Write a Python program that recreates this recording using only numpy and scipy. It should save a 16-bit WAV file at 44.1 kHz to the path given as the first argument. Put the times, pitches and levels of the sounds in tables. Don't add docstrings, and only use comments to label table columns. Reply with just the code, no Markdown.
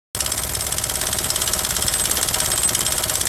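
import sys
import numpy as np
from scipy import signal
from scipy.fft import rfft, irfft
from scipy.io import wavfile
from scipy.ndimage import uniform_filter1d, minimum_filter1d

SR = 44100
rng = np.random.default_rng(int(sys.argv[2]) if len(sys.argv) > 2 else 0)


def store_pcm(level_fs):
    pcm = np.round(np.clip(level_fs, -1, 1) * 32767).astype(np.int16)
    wavfile.write(sys.argv[1], SR, np.atleast_2d(pcm).T)


N = 144648
T = np.arange(N) / SR


def amp(db):
    return 10 ** (np.asarray(db) / 20)


def evened(x):
    return x / np.sqrt(np.mean(x ** 2) + 1e-20)


def add(mix, s, sound):
    part = mix[max(round(s * SR), 0):][:len(sound)]
    part += sound[:len(part)]


def colour(x, points, peaks=(), size=8192):
    hz = np.fft.rfftfreq(size, 1 / SR)
    f, db = np.transpose(points)
    power = amp(np.interp(np.log(hz + 1), np.log(f), db)) ** 2
    for peak_hz, width, peak_db in peaks:
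        power = power + amp(peak_db) ** 2 / (1 + ((hz - peak_hz) / width) ** 2) ** 2
    cepstrum = irfft(np.log(evened(np.sqrt(power))))
    cepstrum[1:size // 2] *= 2
    cepstrum[size // 2 + 1:] = 0
    response = irfft(np.exp(rfft(cepstrum)))[:size // 2]
    return signal.fftconvolve(x, response)[:N]


def drift(hz):
    lowpass = np.exp(-(np.fft.rfftfreq(N, 1 / SR) / hz) ** 2)
    return evened(irfft(rfft(rng.standard_normal(N)) * lowpass, N))


def fade(t60, rise_s=1e-5):
    t = T[:SR // 4]
    return np.minimum(t / rise_s, 1) * np.exp(-np.log(1000) * t / t60)


def bursts(times, levels_db, envelope, repeat=0):
    out, same = np.zeros(N), rng.standard_normal(len(envelope))
    repeat = np.clip(repeat, 0, 1)
    for s, db in zip(times, levels_db):
        fresh = rng.standard_normal(len(envelope))
        noise = np.sqrt(repeat) * same + np.sqrt(1 - repeat) * fresh
        add(out, s, amp(db) * envelope * noise)
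    return out


def clicks(times, levels_db):
    out = np.zeros(N)
    for s, db in zip(times, levels_db):
        add(out, s, amp([db]))
    return out


# t/s, then level/dB of strike, rod ring, mast knock, valve click, hose thump
HAMMER_BLOWS = [(0.148, -11, -4, -4.5, -2, -6), (0.2053, -1.5, -5, 1, -2, 1),
                (0.262, -6.0, -5.5, -1, -1, 1), (0.3189, -5, 1, -3, -3, -2),
                (0.3774, -11.0, 1.5, 0.5, -8, -10.0), (0.4344, -12, -2, -4, 0, 0),
                (0.493, -14.5, -5, -7.5, 2, -4), (0.5505, -11, -19, -5.5, -4, 2),
                (0.6082, -8.5, 4, -4.5, -3, -13), (0.6663, -11, -12, -5, -3.0, -11),
                (0.7235, -6, -12, -2, -10, -5), (0.7828, -6, -11.0, -2.5, -5, -3),
                (0.8393, -4, -3, -4, -9, -1), (0.897, -5.0, -15, -2, 0, -10.0),
                (0.9549, -7.5, -2.0, -2.5, -2, -8), (1.0132, -6.5, 3, 0.5, 3, -3),
                (1.0689, -6.0, 2, 0.0, -16, 0.5), (1.1288, -3, 3, 0.5, -2, 0),
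                (1.1861, -6, 0, -0.5, -1, -1), (1.2438, -6.5, 2, -2, -8, 2.5),
                (1.3024, -5.5, -9.0, -0.5, -8, -5), (1.3594, -3, -2, 0, 2, 0),
                (1.4174, -3.5, 8, -1.5, -0.5, -13), (1.4758, -3.5, 0, 2.5, -7, -4),
                (1.5348, 1, -1.0, 3, -3.5, 5), (1.5915, -3, 3, 1, 1, -0.5), (1.6486, -5, -7, -3.5, 3, 1),
                (1.7068, -2.0, -6.0, -1.5, 0, 3), (1.7653, -3, 1, 0.5, -4, 6),
                (1.8231, -1.5, 0.0, -2.5, 3, 8), (1.8812, -1.0, 8, 0.5, 0.5, 2),
                (1.9385, 0, 14.5, -1.5, 0, 0), (1.9965, -10, 13, -4.5, 6, 4), (2.0547, -1, -6, -2, 7, 1),
                (2.1123, 1.0, -6, -1.5, 3.5, 6), (2.1706, -2.5, -9, 1, 10, -10.0),
                (2.229, 1, -2, -0.5, -13, -5), (2.2861, -1, -4, -4.5, -4, 5), (2.3431, 0, -2.0, 5.5, 1, 2),
                (2.4022, 0.5, 7, 4, 5, 4), (2.46, -1, 7, 1, 8, 5.5), (2.5169, -3.5, 14.5, 1, 5, 0),
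                (2.5762, -8.5, 11, -4.5, 3, 0.5), (2.6337, 1, 21.5, 0.5, 5, 7), (2.6911, 0, -7, 0.5, 2, 7),
                (2.7492, 3, -10, -0.5, 13, 3.5), (2.8071, -2, -10, -1, 3, 6),
                (2.8646, -1.5, 13, 1.5, 1, -1), (2.9219, -1.5, 7.0, 1, 0, -12),
                (2.9805, -3.5, -5, 1.5, 0, 0.5), (3.0386, 2.5, -9.5, -1, -9.5, 3.5),
                (3.0965, -2.5, -4, 3, 4, -1), (3.1544, -3, 7, -2.5, -1, -11), (3.2123, 1, -4, -1, 11, 5),
                (3.2696, -3, -5, -11.5, -12, -10.0)]
# t/s, level/dB
BITE_FORCE = [(.15, -12), (.7, -4), (1.2, 1.5), (2, 5), (2.6, 2.5), (3.28, 2.5)]


def hammer():
    times, strike_db, ring_db, mast_db, valve_db, thump_db = np.transpose(HAMMER_BLOWS)
    force_db = np.interp(times, *np.transpose(BITE_FORCE))
    rod = strikes(times, strike_db) + singing(times, ring_db)
    rig = anvil(times, strike_db) + mast(times, mast_db) + fittings(times, force_db, mast_db)
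    hydraulics = surge(times, thump_db) + valve(times, valve_db) + oil(times, force_db)
    return rod + rig + hydraulics


STRIKE_DB, PUNCH_DB = -0.5, 4
REBOUND_S, REBOUND_DB, REBOUND_LOSS_DB = .00115, 3, 4
CHATTER_DB, CHATTER_SPREAD_DB, CHATTER_T60_S = -4.5, 3, 0.036
SCRAPE_LEAD_S, SCRAPE_DB, SCRAPE_T60_S = 0.0027, -16, 0.017
BRIGHT_SPREAD_DB, PEAK_SPREAD_DB, PEAK_SPREAD_SHARE = 0.5, 1.5, .005
# f/Hz, level/dB
ROD_COLOUR = [(100, -16), (700, -17.5), (1300, -2.5), (2000, -6.5), (2600, -14), (3300, 0.5), (4700, -5.5),
              (7000, -6), (9300, 1.5), (12200, -4.5), (13500, -9.5), (15500, -63)]
# f/Hz, width/Hz, level/dB
ROD_RESONANCES = [(3243, 425, 1.24), (4478, 68, 2.9), (5270, 210, 6.7), (5960, 194, 6.4), (6724, 96, 4.3),
                  (7500, 75, 5.2), (8134, 160, 11.6), (9490, 210, 2.9)]


def strikes(times, levels_db, count=4):
    contact, drive, out = fade(t60=0.0026, rise_s=0.00014), np.zeros(N), np.zeros(N)
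    spacing = REBOUND_S * rng.uniform(0.8, 1.25, len(times))
    for k in range(count):
        at = times + k * spacing
        rebound_db = REBOUND_DB - (k - 1) * REBOUND_LOSS_DB if k else 0
        sizes_db = levels_db + rebound_db
        drive += bursts(at, sizes_db, contact, repeat=0.25)
        drive += clicks(at + .0003, sizes_db + PUNCH_DB)
    chatter_db = levels_db + CHATTER_DB + CHATTER_SPREAD_DB * rng.standard_normal(len(times))
    drive += bursts(times, chatter_db, fade(CHATTER_T60_S, rise_s=0.0012), repeat=0.05)
    scrape_times = times - SCRAPE_LEAD_S
    drive += bursts(scrape_times, levels_db + SCRAPE_DB, fade(SCRAPE_T60_S, rise_s=0.0006))
    starts = np.round(scrape_times * SR).astype(int)
    for start, blow in zip(starts, np.split(drive, starts)[1:]):
        tilt_db = BRIGHT_SPREAD_DB * (2 * rng.random() - 1)
        body = [(hz, db + tilt_db * np.tanh(np.log2(hz / 6500))) for hz, db in ROD_COLOUR]
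        peaks = []
        for hz, width, db in ROD_RESONANCES:
            peak_hz = hz * (1 + PEAK_SPREAD_SHARE * rng.standard_normal())
            peaks.append((peak_hz, width, db + PEAK_SPREAD_DB * rng.standard_normal()))
        add(out, start / SR, colour(blow, body, peaks, size=2048))
    return amp(STRIKE_DB) * out


RING_PEAK_S, RING_WIDTH_S, CLAMP_S = 0.016, 0.021, 0.0016
RING_SPREAD_HZ = 10.4


def ring(times, levels_db, hz):
    out, t = np.zeros(N), T[:SR // 4]
    swell = np.exp(-((t - RING_PEAK_S) / RING_WIDTH_S) ** 2)
    for s, db, gap in zip(times, levels_db, np.diff(times, append=T[-1] + 1)):
        free = np.exp(-np.maximum(t - gap, 0) / CLAMP_S)
        pitch = hz + RING_SPREAD_HZ * rng.standard_normal()
        tone = np.sin(2 * np.pi * (pitch * t + rng.random()))
        add(out, s, amp(db) * free * swell * tone)
    return out


RING_HZ, RING_DB = 8172, -29
OVERTONE_HZ, OVERTONE_DB, OVERTONE_SPREAD_DB = 12145, -33.5, 3


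def singing(times, ring_db):
    overtone_db = OVERTONE_DB + OVERTONE_SPREAD_DB * rng.standard_normal(len(times))
    return ring(times, RING_DB + ring_db, RING_HZ) + ring(times, overtone_db, OVERTONE_HZ)


ANVIL_DB, ANVIL_DELAY_S, ANVIL_T60_S = -21, 0.001974, 0.025
# f/Hz, level/dB
ANVIL_COLOUR = [(300, -12), (1350, -1), (1900, 3), (2600, -1), (4000, -27.5)]


def anvil(times, strike_db):
    envelope = fade(ANVIL_T60_S, rise_s=0.00027)
    clank = bursts(times + ANVIL_DELAY_S, ANVIL_DB + strike_db, envelope, repeat=0.52)
    return colour(clank, ANVIL_COLOUR)


MAST_DB, MAST_DELAY_S, MAST_RISE_S, MAST_T60_S = -28.5, .0132, 0.0014, 0.1
MODES_DB, MODES_HOLD_S, MODES_T60_S = -31.5, 0.018, 0.094
MODES_SPREAD_DB, MODES_SPREAD_SHARE = 1.86, 0.0046
# f/Hz, level/dB
MAST_RATTLE = [(100, -35.5), (300, -9), (600, -6), (850, -19), (1500, -8), (2400, -15.5), (5000, -62)]
# f/Hz, level/dB
MAST_RINGS = [(364, -9.5), (628, -1.5), (757, -4.5), (972, -5.5), (1087, -13.5), (1295, -8.5)]


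def mast(times, levels_db):
    t, ringing, knocks = T[:SR // 4], np.zeros(N), times + MAST_DELAY_S
    decay = np.exp(-np.log(1000) * np.maximum(t - MODES_HOLD_S, 0) / MODES_T60_S)
    envelope = np.minimum(t / 0.00078, 1) * decay
    for s, level_db in zip(knocks, levels_db):
        for hz, db in MAST_RINGS:
            strength, detune = rng.standard_normal(2)
            tone = np.sin(2 * np.pi * hz * (1 + MODES_SPREAD_SHARE * detune) * t)
            mode_db = level_db + MODES_DB + db + MODES_SPREAD_DB * strength
            add(ringing, s, amp(mode_db) * envelope * tone)
    rattle = bursts(knocks, MAST_DB + levels_db, fade(MAST_T60_S, MAST_RISE_S), repeat=0.36)
    return ringing + colour(rattle, MAST_RATTLE)


JANGLE_DB, JANGLE_T60_S, JANGLE_GRAIN_DB = -21, 0.13, 4.5
JANGLE_FOLLOW = 0.47
# f/Hz, level/dB
FITTINGS_COLOUR = [(300, 4.5), (1400, 7.5), (2000, 7), (2600, -2), (3200, 10.5), (4600, -1), (7000, 3),
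                   (7700, 10), (8900, -3.5), (12300, 6), (13000, -4), (15000, -29)]


def fittings(times, force_db, mast_db):
    grain = evened(amp(JANGLE_GRAIN_DB * drift(hz=400)))
    levels_db = JANGLE_DB + force_db + JANGLE_FOLLOW * mast_db
    jangle = bursts(times, levels_db, fade(JANGLE_T60_S, rise_s=0.0062))
    return colour(grain * jangle, FITTINGS_COLOUR)


SURGE_DB, SURGE_DELAY_S, SURGE_RISE_S, SURGE_T60_S = -32, 0.01694, 0.0084, 0.11
KICK_DB, KICK_DELAY_S = -10.5, .0195
# f/Hz, level/dB
HOSE_SURGE = [(20, -23), (45, 0), (85, 9.5), (170, 5), (300, 0.5), (600, -11.5), (3000, -74)]


def surge(times, thump_db):
    envelope = fade(SURGE_T60_S, SURGE_RISE_S)
    shudder = bursts(times + SURGE_DELAY_S, SURGE_DB + thump_db, envelope, repeat=0.5)
    kick = clicks(times + KICK_DELAY_S, KICK_DB + thump_db)
    return colour(shudder - kick, HOSE_SURGE)


VALVE_DB, VALVE_DELAY_S, VALVE_T60_S = -16.5, .0417, 0.017
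# f/Hz, level/dB
VALVE_COLOUR = [(2000, -7), (4500, -39), (7000, -5), (8200, -4.5), (10000, -7), (12500, -10.5),
                (15500, -26)]
# f/Hz, width/Hz, level/dB
VALVE_RESONANCES = [(7510, 53, 9)]


def valve(times, valve_db):
    click = bursts(times + VALVE_DELAY_S, VALVE_DB + valve_db, fade(VALVE_T60_S, rise_s=0.00075))
    return colour(click, VALVE_COLOUR, VALVE_RESONANCES)


OIL_DB, OIL_S = -29.5, 0.016
# f/Hz, level/dB
OIL_COLOUR = [(1000, -23), (2600, -7), (3300, 5), (5500, 3.5), (12000, 6.5), (15000, -34)]


def oil(times, force_db):
    envelope = signal.windows.tukey(int(OIL_S * SR))
    return colour(bursts(times + VALVE_DELAY_S, OIL_DB + force_db, envelope), OIL_COLOUR)


CYCLE_HZ = 13.35
ROAR_DB, PUFF_DEPTH = -30, 0.67
# multiple of the working cycle, level/dB
ENGINE_ORDERS = [(5, -38.5), (6, -45.5), (8, -42), (10, -48), (11, -51)]
# f/Hz, level/dB per Hz
ENGINE_ROAR = [(15, -28), (35, 7), (90, 2), (160, 2), (280, -4.5), (600, -3.5), (1400, -8), (2600, -11),
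               (6000, -8.5), (12000, -5.5), (15500, -28)]


def engine():
    turns = np.cumsum(CYCLE_HZ * (1 + 0.0086 * drift(hz=1.34))) / SR
    hum = np.zeros(N)
    for order, db in ENGINE_ORDERS:
        phase = 2 * np.pi * (round(order) * turns + rng.random())
        hum += np.sqrt(2) * amp(db) * np.sin(phase)
    puffs = 1 + PUFF_DEPTH * np.cos(2 * np.pi * 3 * turns)
    return hum + amp(ROAR_DB) * colour(puffs * rng.standard_normal(N), ENGINE_ROAR)


YARD_DB, YARD_T60_S = -13.5, 0.047


def yard(x):
    t = T[:SR // 2]
    echoes = rng.standard_normal(len(t)) * (rng.random(len(t)) < 2000 / SR)
    taps = echoes * (t > .012) * np.exp(-np.log(1000) * t / YARD_T60_S)
    return amp(YARD_DB) * signal.fftconvolve(x, taps / np.linalg.norm(taps))[:N]


def scene():
    blows = hammer()
    return (blows + yard(blows) + engine())[None]


START_S, EDGE_HZ = .1485, 16300
LIMIT_DB, LIMIT_RATIO, HOLD_S, RECOVER_DB_PER_S = -17, 2, .009, 683
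CEILING = 0.64


def record(dry):
    x = dry[0] * (T > START_S)
    power_db = 10 * np.log10(abs(uniform_filter1d(x ** 2, size=66)) + 1e-12)
    over_db = np.maximum(power_db - LIMIT_DB, 0)
    hold = 2 * int(HOLD_S * SR / 2) + 1
    held_db = -minimum_filter1d(-over_db, hold, origin=hold // 2)
    fall = T * RECOVER_DB_PER_S
    recovering_db = np.maximum.accumulate(held_db + fall) - fall
    duck_db = uniform_filter1d(recovering_db, size=44) * (1 - 1 / LIMIT_RATIO)
    rounded = CEILING * np.tanh(x / amp(duck_db) / CEILING)
    lowpass = signal.firwin(511, EDGE_HZ, window=("kaiser", 9), fs=SR)
    return signal.oaconvolve(rounded, lowpass, "same")[None]


dry = scene()
out = record(dry)
store_pcm(out)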